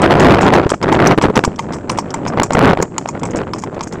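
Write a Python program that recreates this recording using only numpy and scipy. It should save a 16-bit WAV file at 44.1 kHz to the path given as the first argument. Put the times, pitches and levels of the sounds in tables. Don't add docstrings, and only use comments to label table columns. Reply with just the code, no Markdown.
import sys
import numpy as np
from scipy import signal
from scipy.fft import rfft, irfft
from scipy.io import wavfile
from scipy.ndimage import map_coordinates

SR = 44100
rng = np.random.default_rng(int(sys.argv[2]) if len(sys.argv) > 2 else 0)


def bounce(signal):
    frames = np.transpose(np.atleast_2d(signal))
    limited = np.clip(frames, -1, 1)
    pcm = np.round(limited * 32767).astype(np.int16)
    wavfile.write(sys.argv[1], SR, pcm)


N = 176400
T = np.arange(N) / SR
HIT_T = np.arange(SR // 5) / SR


def from_db(db):
    return 10 ** (np.asarray(db) / 20)


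def unit_power(x):
    return x / np.sqrt(np.mean(x ** 2) + 1e-20)


def coloured(x, spectrum):
    hz, db = np.transpose(spectrum)
    bin_hz = np.maximum(np.arange(N // 2 + 1) * SR / N, 1)
    gain = from_db(np.interp(np.log(bin_hz), np.log(hz), db))
    return unit_power(irfft(rfft(x) * gain, N))


def noise(spectrum):
    return coloured(rng.standard_normal(N), spectrum)


def drift(hz):
    r = np.exp(-2 * np.pi * hz / SR)
    return unit_power(signal.lfilter([1], [1, -2 * r, r * r], rng.standard_normal(N + SR))[SR:])


def add(out, start_s, sound):
    i = max(int(start_s * SR), 0)
    out[i:i + len(sound)] += sound[:max(N - i, 0)]


def hiss():
    # (frequency [Hz], level [dB])
    tone = [(200, 37.5), (1000, -11), (2000, -30), (3500, 1), (5500, 8), (7600, 22.5), (8600, 9),
            (9800, -5.5), (16000, -18)]
    return from_db(-49) * noise(tone)


def ticks(strength_db):
    # (frequency [Hz], level [dB])
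    tone = [(100, -14), (350, -2), (700, 0), (1200, -6), (2000, -20), (3200, -38), (8000, -70)]
    sizes = from_db(9.5 * np.clip(rng.standard_normal(N), -2, 2)) * rng.choice([-1, 1], N)
    taps_per_s = 97 * from_db(5.5 * drift(hz=30))
    taps = coloured(sizes * (rng.random(N) < taps_per_s / SR), tone)
    return taps * from_db(-4 + 1.424 * np.minimum(strength_db, -10.5))


def wind():
    # (time [s], strength [dB])
    gusts = [(0, -8.5), (.1, -6), (.32, -1), (.39, -8), (.46, -3), (.51, -11.5), (.56, -4), (.61, -13),
             (.65, -21), (.69, -29), (.75, -27.5), (.79, -40.5), (.84, -13), (.93, -9.5), (.96, -14),
             (1.03, -4), (1.13, -3), (1.16, -26), (1.205, -25.5), (1.24, -7.5), (1.275, -19), (1.33, -30.5),
             (1.37, -9), (1.41, -26), (1.45, -23), (1.52, -27), (1.62, -27), (1.72, -20.5), (1.79, -26.5),
             (1.86, -25.5), (1.93, -21), (2.03, -25.5), (2.16, -23.5), (2.27, -21), (2.35, -19.5),
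             (2.41, -13), (2.475, -27.5), (2.56, -14.5), (2.635, -3.5), (2.70, -3), (2.755, -25),
             (2.83, -18), (2.87, -34), (2.94, -26), (3.01, -29), (3.1, -30.5), (3.17, -20), (3.2, -33),
             (3.23, -20), (3.31, -22.5), (3.40, -18), (3.45, -25), (3.55, -23), (3.6, -28.5), (3.68, -25),
             (3.78, -23.5), (3.83, -32.5), (3.87, -23.5), (3.9, -35.5), (3.94, -24), (4, -24)]
    # (frequency [Hz], level [dB])
    rumble_tone = [(20, -14.5), (40, -14.5), (100, -0.5), (170, 1), (330, -2), (600, -11.5), (1000, -48),
                   (1600, -39.5), (3000, -55.5), (8000, -81)]
    # (frequency [Hz], level [dB])
    flutter_tone = [(60, -31), (150, -12.5), (300, 0), (520, -1.5), (850, -6), (1250, -9), (2000, -17.5),
                    (3500, -29.5), (8000, -54)]
    strength_db = np.interp(T, *np.transpose(gusts)) + 1.82 * drift(hz=65.4)
    swirl = 2 * np.tanh(drift(hz=200) / 2)
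    speed = from_db(0.13 * strength_db + 2.5 * swirl)
    eddies = map_coordinates(noise(flutter_tone), [np.cumsum(speed)], order=3, mode="wrap")
    flutter = from_db(-3.5 + 1.1 * strength_db + 4.5 * swirl) * eddies
    rumble = from_db(-7.5 + 0.74 * strength_db) * noise(rumble_tone)
    return rumble + flutter + ticks(strength_db)


def buffets():
    # (time [s], level [dB], half length [s], centre pitch [Hz])
    slaps = [(0.639, -5, 0.00094, 670), (0.662, -3, 0.0032, 164), (0.668, -5, 0.0019, 700),
             (0.72, 2, 0.0016, 440), (.741, -7, 0.0035, 590), (0.816, -13, 0.0011, 686),
             (0.889, -2.5, 0.002, 592), (0.971, -2.5, 0.0015, 616), (1.178, 10, 0.00067, 600),
             (1.186, 8, 0.0017, 655), (1.239, 6, 0.0014, 450), (1.256, 5, 0.0017, 558),
             (1.286, -6.5, 0.0029, 378), (1.303, -4, 0.0043, 326), (1.368, 4, 0.0012, 550),
             (1.377, 8.5, 0.0013, 594), (1.392, 10, 0.00069, 446), (1.4396, 7.5, 0.00071, 545),
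             (1.479, -1.5, 0.0023, 203), (2.253, -13, 0.001, 1040), (2.265, -6.5, 0.0015, 580),
             (2.375, -2.5, 0.00063, 695), (2.4, 13, 0.001, 463), (2.422, 1, 0.00055, 620),
             (2.508, 0, 0.001, 736), (2.553, 3.5, 0.002, 466), (2.573, 0.5, 0.00068, 630),
             (2.592, 5, 0.00067, 590), (2.734, 2, 0.002, 530), (2.774, -3, 0.0011, 610),
             (2.803, -2.5, 0.0019, 455), (2.827, -2.5, 0.0015, 420), (3.059, -6, 0.00088, 656),
             (3.223, -14.5, 0.0015, 485), (3.35, -6, 0.0015, 434), (3.416, -9, 0.0015, 480)]
    # (frequency [Hz], level [dB])
    tone = [(60, -9.5), (200, 2), (500, 0), (900, -2), (1500, -15), (3000, -28.5), (8000, -51)]
    centre_hz, evenness = 500, 0.73
    swings = signal.hilbert(noise(tone))
    ragged = unit_power(swings.real / (np.abs(swings) + 0.076) ** evenness) / np.sqrt(2)
    out = np.zeros(N)
    t = HIT_T[:SR // 20] - 1 / 40
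    for time_s, db, half_s, hz in slaps:
        pressure = np.interp(time_s + t * hz / centre_hz, T, ragged)
        swell = np.exp(-0.5 * (t / half_s) ** 2)
        add(out, time_s + t[0], from_db(db) * swell * pressure)
    return out


def roadside_echo(sound):
    echo_db, fade_s, rise_s = -25, 0.32, 0.01
    t = T[:SR // 2]
    tail = rng.standard_normal(len(t)) * from_db(-60 * t / fade_s) * (1 - np.exp(-t / rise_s))
    return from_db(echo_db) * signal.fftconvolve(sound, tail / np.linalg.norm(tail))[:N]


def ring(hz, fade_s):
    return np.sin(2 * np.pi * hz * HIT_T) * from_db(-60 * HIT_T / fade_s)


def onset(rise_s):
    return 1 - np.exp(-HIT_T / rise_s)


def shoe_rub(hz):
    width_hz = 330
    r = np.exp(-np.pi * width_hz / SR)
    feedback = [1, -2 * r * np.cos(2 * np.pi * hz / SR), r * r]
    return unit_power(signal.lfilter([1, 0, -1], feedback, rng.standard_normal(len(HIT_T))))


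def hooves():
    # (time [s], clop level [dB], clop pitch [Hz], clink level [dB],
    # clink pitch [Hz], crack level [dB], grit level [dB], grit fade [s])
    steps = [(0.018, -6, 930, -7, 8220, -17, -28.5, 0.014), (0.198, -10, 980, -5, 6920, -13, -27.5, 0.018),
             (0.411, -18, 1010, -17.5, 6910, -29, -25, 0.022),
             (.537, -30, 980, -22, 5860, -27, -25, 0.0085), (.693, -36, 990, -19, 5260, -17, -23, 0.0068),
             (0.7021, -15, 1040, -1.5, 7890, -12.5, -23.5, 0.0091),
             (0.741, -30, 990, -25, 7300, -38, -38, .014),
             (0.8271, -6.5, 1040, -10.5, 5060, -19, -24.5, 0.0062),
             (0.924, 2.5, 942, -26, 7100, -16.5, -27.5, 0.015),
             (1.072, -25, 990, -1.5, 5980, -18, -17, 0.004),
             (1.214, -3, 1024, -21, 5170, -16, -33.5, 0.011),
             (1.223, -17, 1030, -8.5, 8000, -14, -32, .014),
             (1.3563, -5, 983, -16, 5300, -9.5, -28.5, 0.019),
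             (1.437, -35, 985, -28, 5560, -30, -21, 0.0056),
             (1.448, -6.5, 1053, -15.5, 7450, -10, -18, 0.0066),
             (1.56, -42.5, 1010, -27.5, 5600, -33, -38, 0.004),
             (1.5883, -33, 980, -15.5, 4700, -24, -38.5, 0.004),
             (1.5924, -3.5, 980, -16, 6580, -17, -39.5, 0.031),
             (1.723, -19, 990, -26.5, 5300, -45.5, -32, 0.0068),
             (1.734, -17, 975, -29, 7600, -21, -36, 0.026), (1.895, -9, 954, -5, 5400, -20, -23, 0.0042),
             (1.898, -8, 1070, -20, 8400, -14.5, -33.5, 0.02),
             (1.915, -28, 990, -14, 9030, -34, -36, 0.0086),
             (1.9744, -14.5, 1055, -24, 7700, -24.5, -27, 0.005),
             (1.9864, -4.5, 996, -13, 5600, -15.5, -22.5, 0.0098),
             (2.105, -35, 1000, -12.5, 5630, -27.5, -26, 0.004),
             (2.1409, -15, 1026, -7, 7370, -20, -31, 0.0039),
             (2.143, -7.5, 965, -12, 7560, -46, -41, 0.019),
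             (2.272, -35, 1000, -15, 6600, -35, -44, 0.0044),
             (2.278, -14, 1050, -16, 5340, -40, -24, 0.0088),
             (2.433, -6.5, 1020, 6.5, 7160, -14, -26, 0.014),
             (2.522, -11.5, 1000, -14.5, 5500, -32, -30, 0.0054),
             (2.533, -7.5, 1005, -3.5, 7100, -24, -23, 0.0077),
             (2.813, -37, 980, -25, 7100, -41, -31.5, 0.008),
             (2.8248, -5, 997, 1, 6960, -31, -20.5, 0.0055), (2.9812, -7.5, 947, 4, 7220, -15.5, -45, 0.06),
             (3.076, -36, 960, -21, 5500, -36, -41, 0.012), (3.088, -8, 1013, -6, 6930, -51, -32.5, 0.013),
             (3.195, -45, 980, -28, 7060, -32, -36, 0.0045),
             (3.233, -8.5, 1007, -9.5, 7420, -20.5, -42, 0.0073),
             (3.253, -14.5, 1030, -12, 7730, -34, -35, 0.016),
             (3.308, -42, 1000, -14.5, 6600, -48, -32, 0.0064),
             (3.359, -22.5, 1000, -15.5, 6880, -34, -28, 0.0058),
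             (3.37, -21, 1040, -15.5, 7200, -34.5, -31, 0.0086),
             (3.535, -9.5, 1050, -9.5, 5260, -19, -38, 0.024),
             (3.583, -23.5, 950, -23.5, 6900, -41, -30.5, 0.012),
             (3.621, -40, 990, -23, 6900, -40, -38, 0.011), (3.637, -12, 960, -20, 6650, -24, -35, 0.008),
             (3.745, -34, 970, -29.5, 6100, -33, -49.5, 0.0055),
             (3.793, -31.5, 975, -36.5, 4760, -33, -56, 0.0045),
             (3.8083, -11.5, 980, -15, 5200, -18, -38, .008),
             (3.829, -34, 1030, -18, 6900, -33, -29, 0.0071),
             (3.835, -24, 1010, -8, 6600, -33, -37, 0.0088),
             (3.871, -43, 1010, -35.5, 6530, -47, -31.5, 0.011),
             (3.925, -16.5, 930, -16.5, 6770, -25, -35.5, 0.013)]
    # (multiple of the clop pitch, level [dB], time to fade 60 dB [s])
    hoof_tones = [(0.942, 0.5, 0.029), (1.088, -5, 0.034), (2.15, -7, 0.017), (2.42, -16.5, 0.034),
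                  (3.25, -17, 0.015)]
    # (multiple of the clink pitch, level [dB], time to fade 60 dB [s])
    shoe_tones = [(.64, -11, 0.0056), (0.778, -10.5, 0.011), (0.952, 1.5, 0.006), (0.998, -3.5, 0.015),
                  (1.092, -8.5, 0.011)]
    # (frequency [Hz], level [dB])
    crack_tone = [(300, -48), (1000, 20), (1600, 6), (2350, -2), (3200, 7.5), (4000, -1.5), (5400, 5),
                  (8000, -10), (9800, -12), (16000, -27)]
    # (frequency [Hz], level [dB])
    grit_tone = [(500, 9), (1050, 9.5), (1600, -2.5), (2300, 1.5), (3600, -14.5), (5400, 5.5), (7300, 6),
                 (8300, 1.5), (9800, -21.5), (16000, -21)]
    ringing, crack_gain, grit_gain = np.zeros((3, N))
    variations_db = 3.5 * rng.standard_normal((len(steps), len(shoe_tones)))
    for step, extras_db in zip(steps, variations_db):
        time_s, clop_db, clop_hz, clink_db, clink_hz, crack_db, grit_db, grit_fade_s = step
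        clop = sum(from_db(db) * ring(clop_hz * ratio, fade_s) for ratio, db, fade_s in hoof_tones)
        clink = sum(from_db(db + extra_db) * ring(clink_hz * ratio, fade_s)
                    for (ratio, db, fade_s), extra_db in zip(shoe_tones, extras_db))
        add(ringing, time_s, from_db(clop_db) * clop * onset(rise_s=0.0012))
        add(ringing, time_s, from_db(clink_db) * clink * onset(rise_s=0.0014))
        add(crack_gain, time_s, from_db(crack_db) * np.exp(-HIT_T / 0.0038))
        slide = from_db(grit_db) * np.exp(-HIT_T / grit_fade_s) * onset(rise_s=0.0015)
        add(grit_gain, time_s, from_db(4.5) * slide)
        add(ringing, time_s, from_db(-2.5) * slide * shoe_rub(clink_hz))
    grains = rng.standard_normal(N) * from_db(6 * drift(hz=750))
    return ringing + crack_gain * noise(crack_tone) + grit_gain * coloured(grains, grit_tone)


def scene():
    horse = hooves()
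    return (horse + roadside_echo(horse) + wind() + buffets() + hiss())[None]


def record(dry):
    dull_hz, ceiling, hardness, cutoff_hz = 9230, 0.72, 16, 16000
    dull = signal.sosfilt(signal.butter(2, dull_hz, fs=SR, output="sos"), dry)
    clipped = dull / (1 + np.abs(dull / ceiling) ** hardness) ** (1 / hardness)
    return signal.sosfilt(signal.ellip(10, 0.1, 80, cutoff_hz, fs=SR, output="sos"), clipped)


dry = scene()
out = record(dry)
bounce(out)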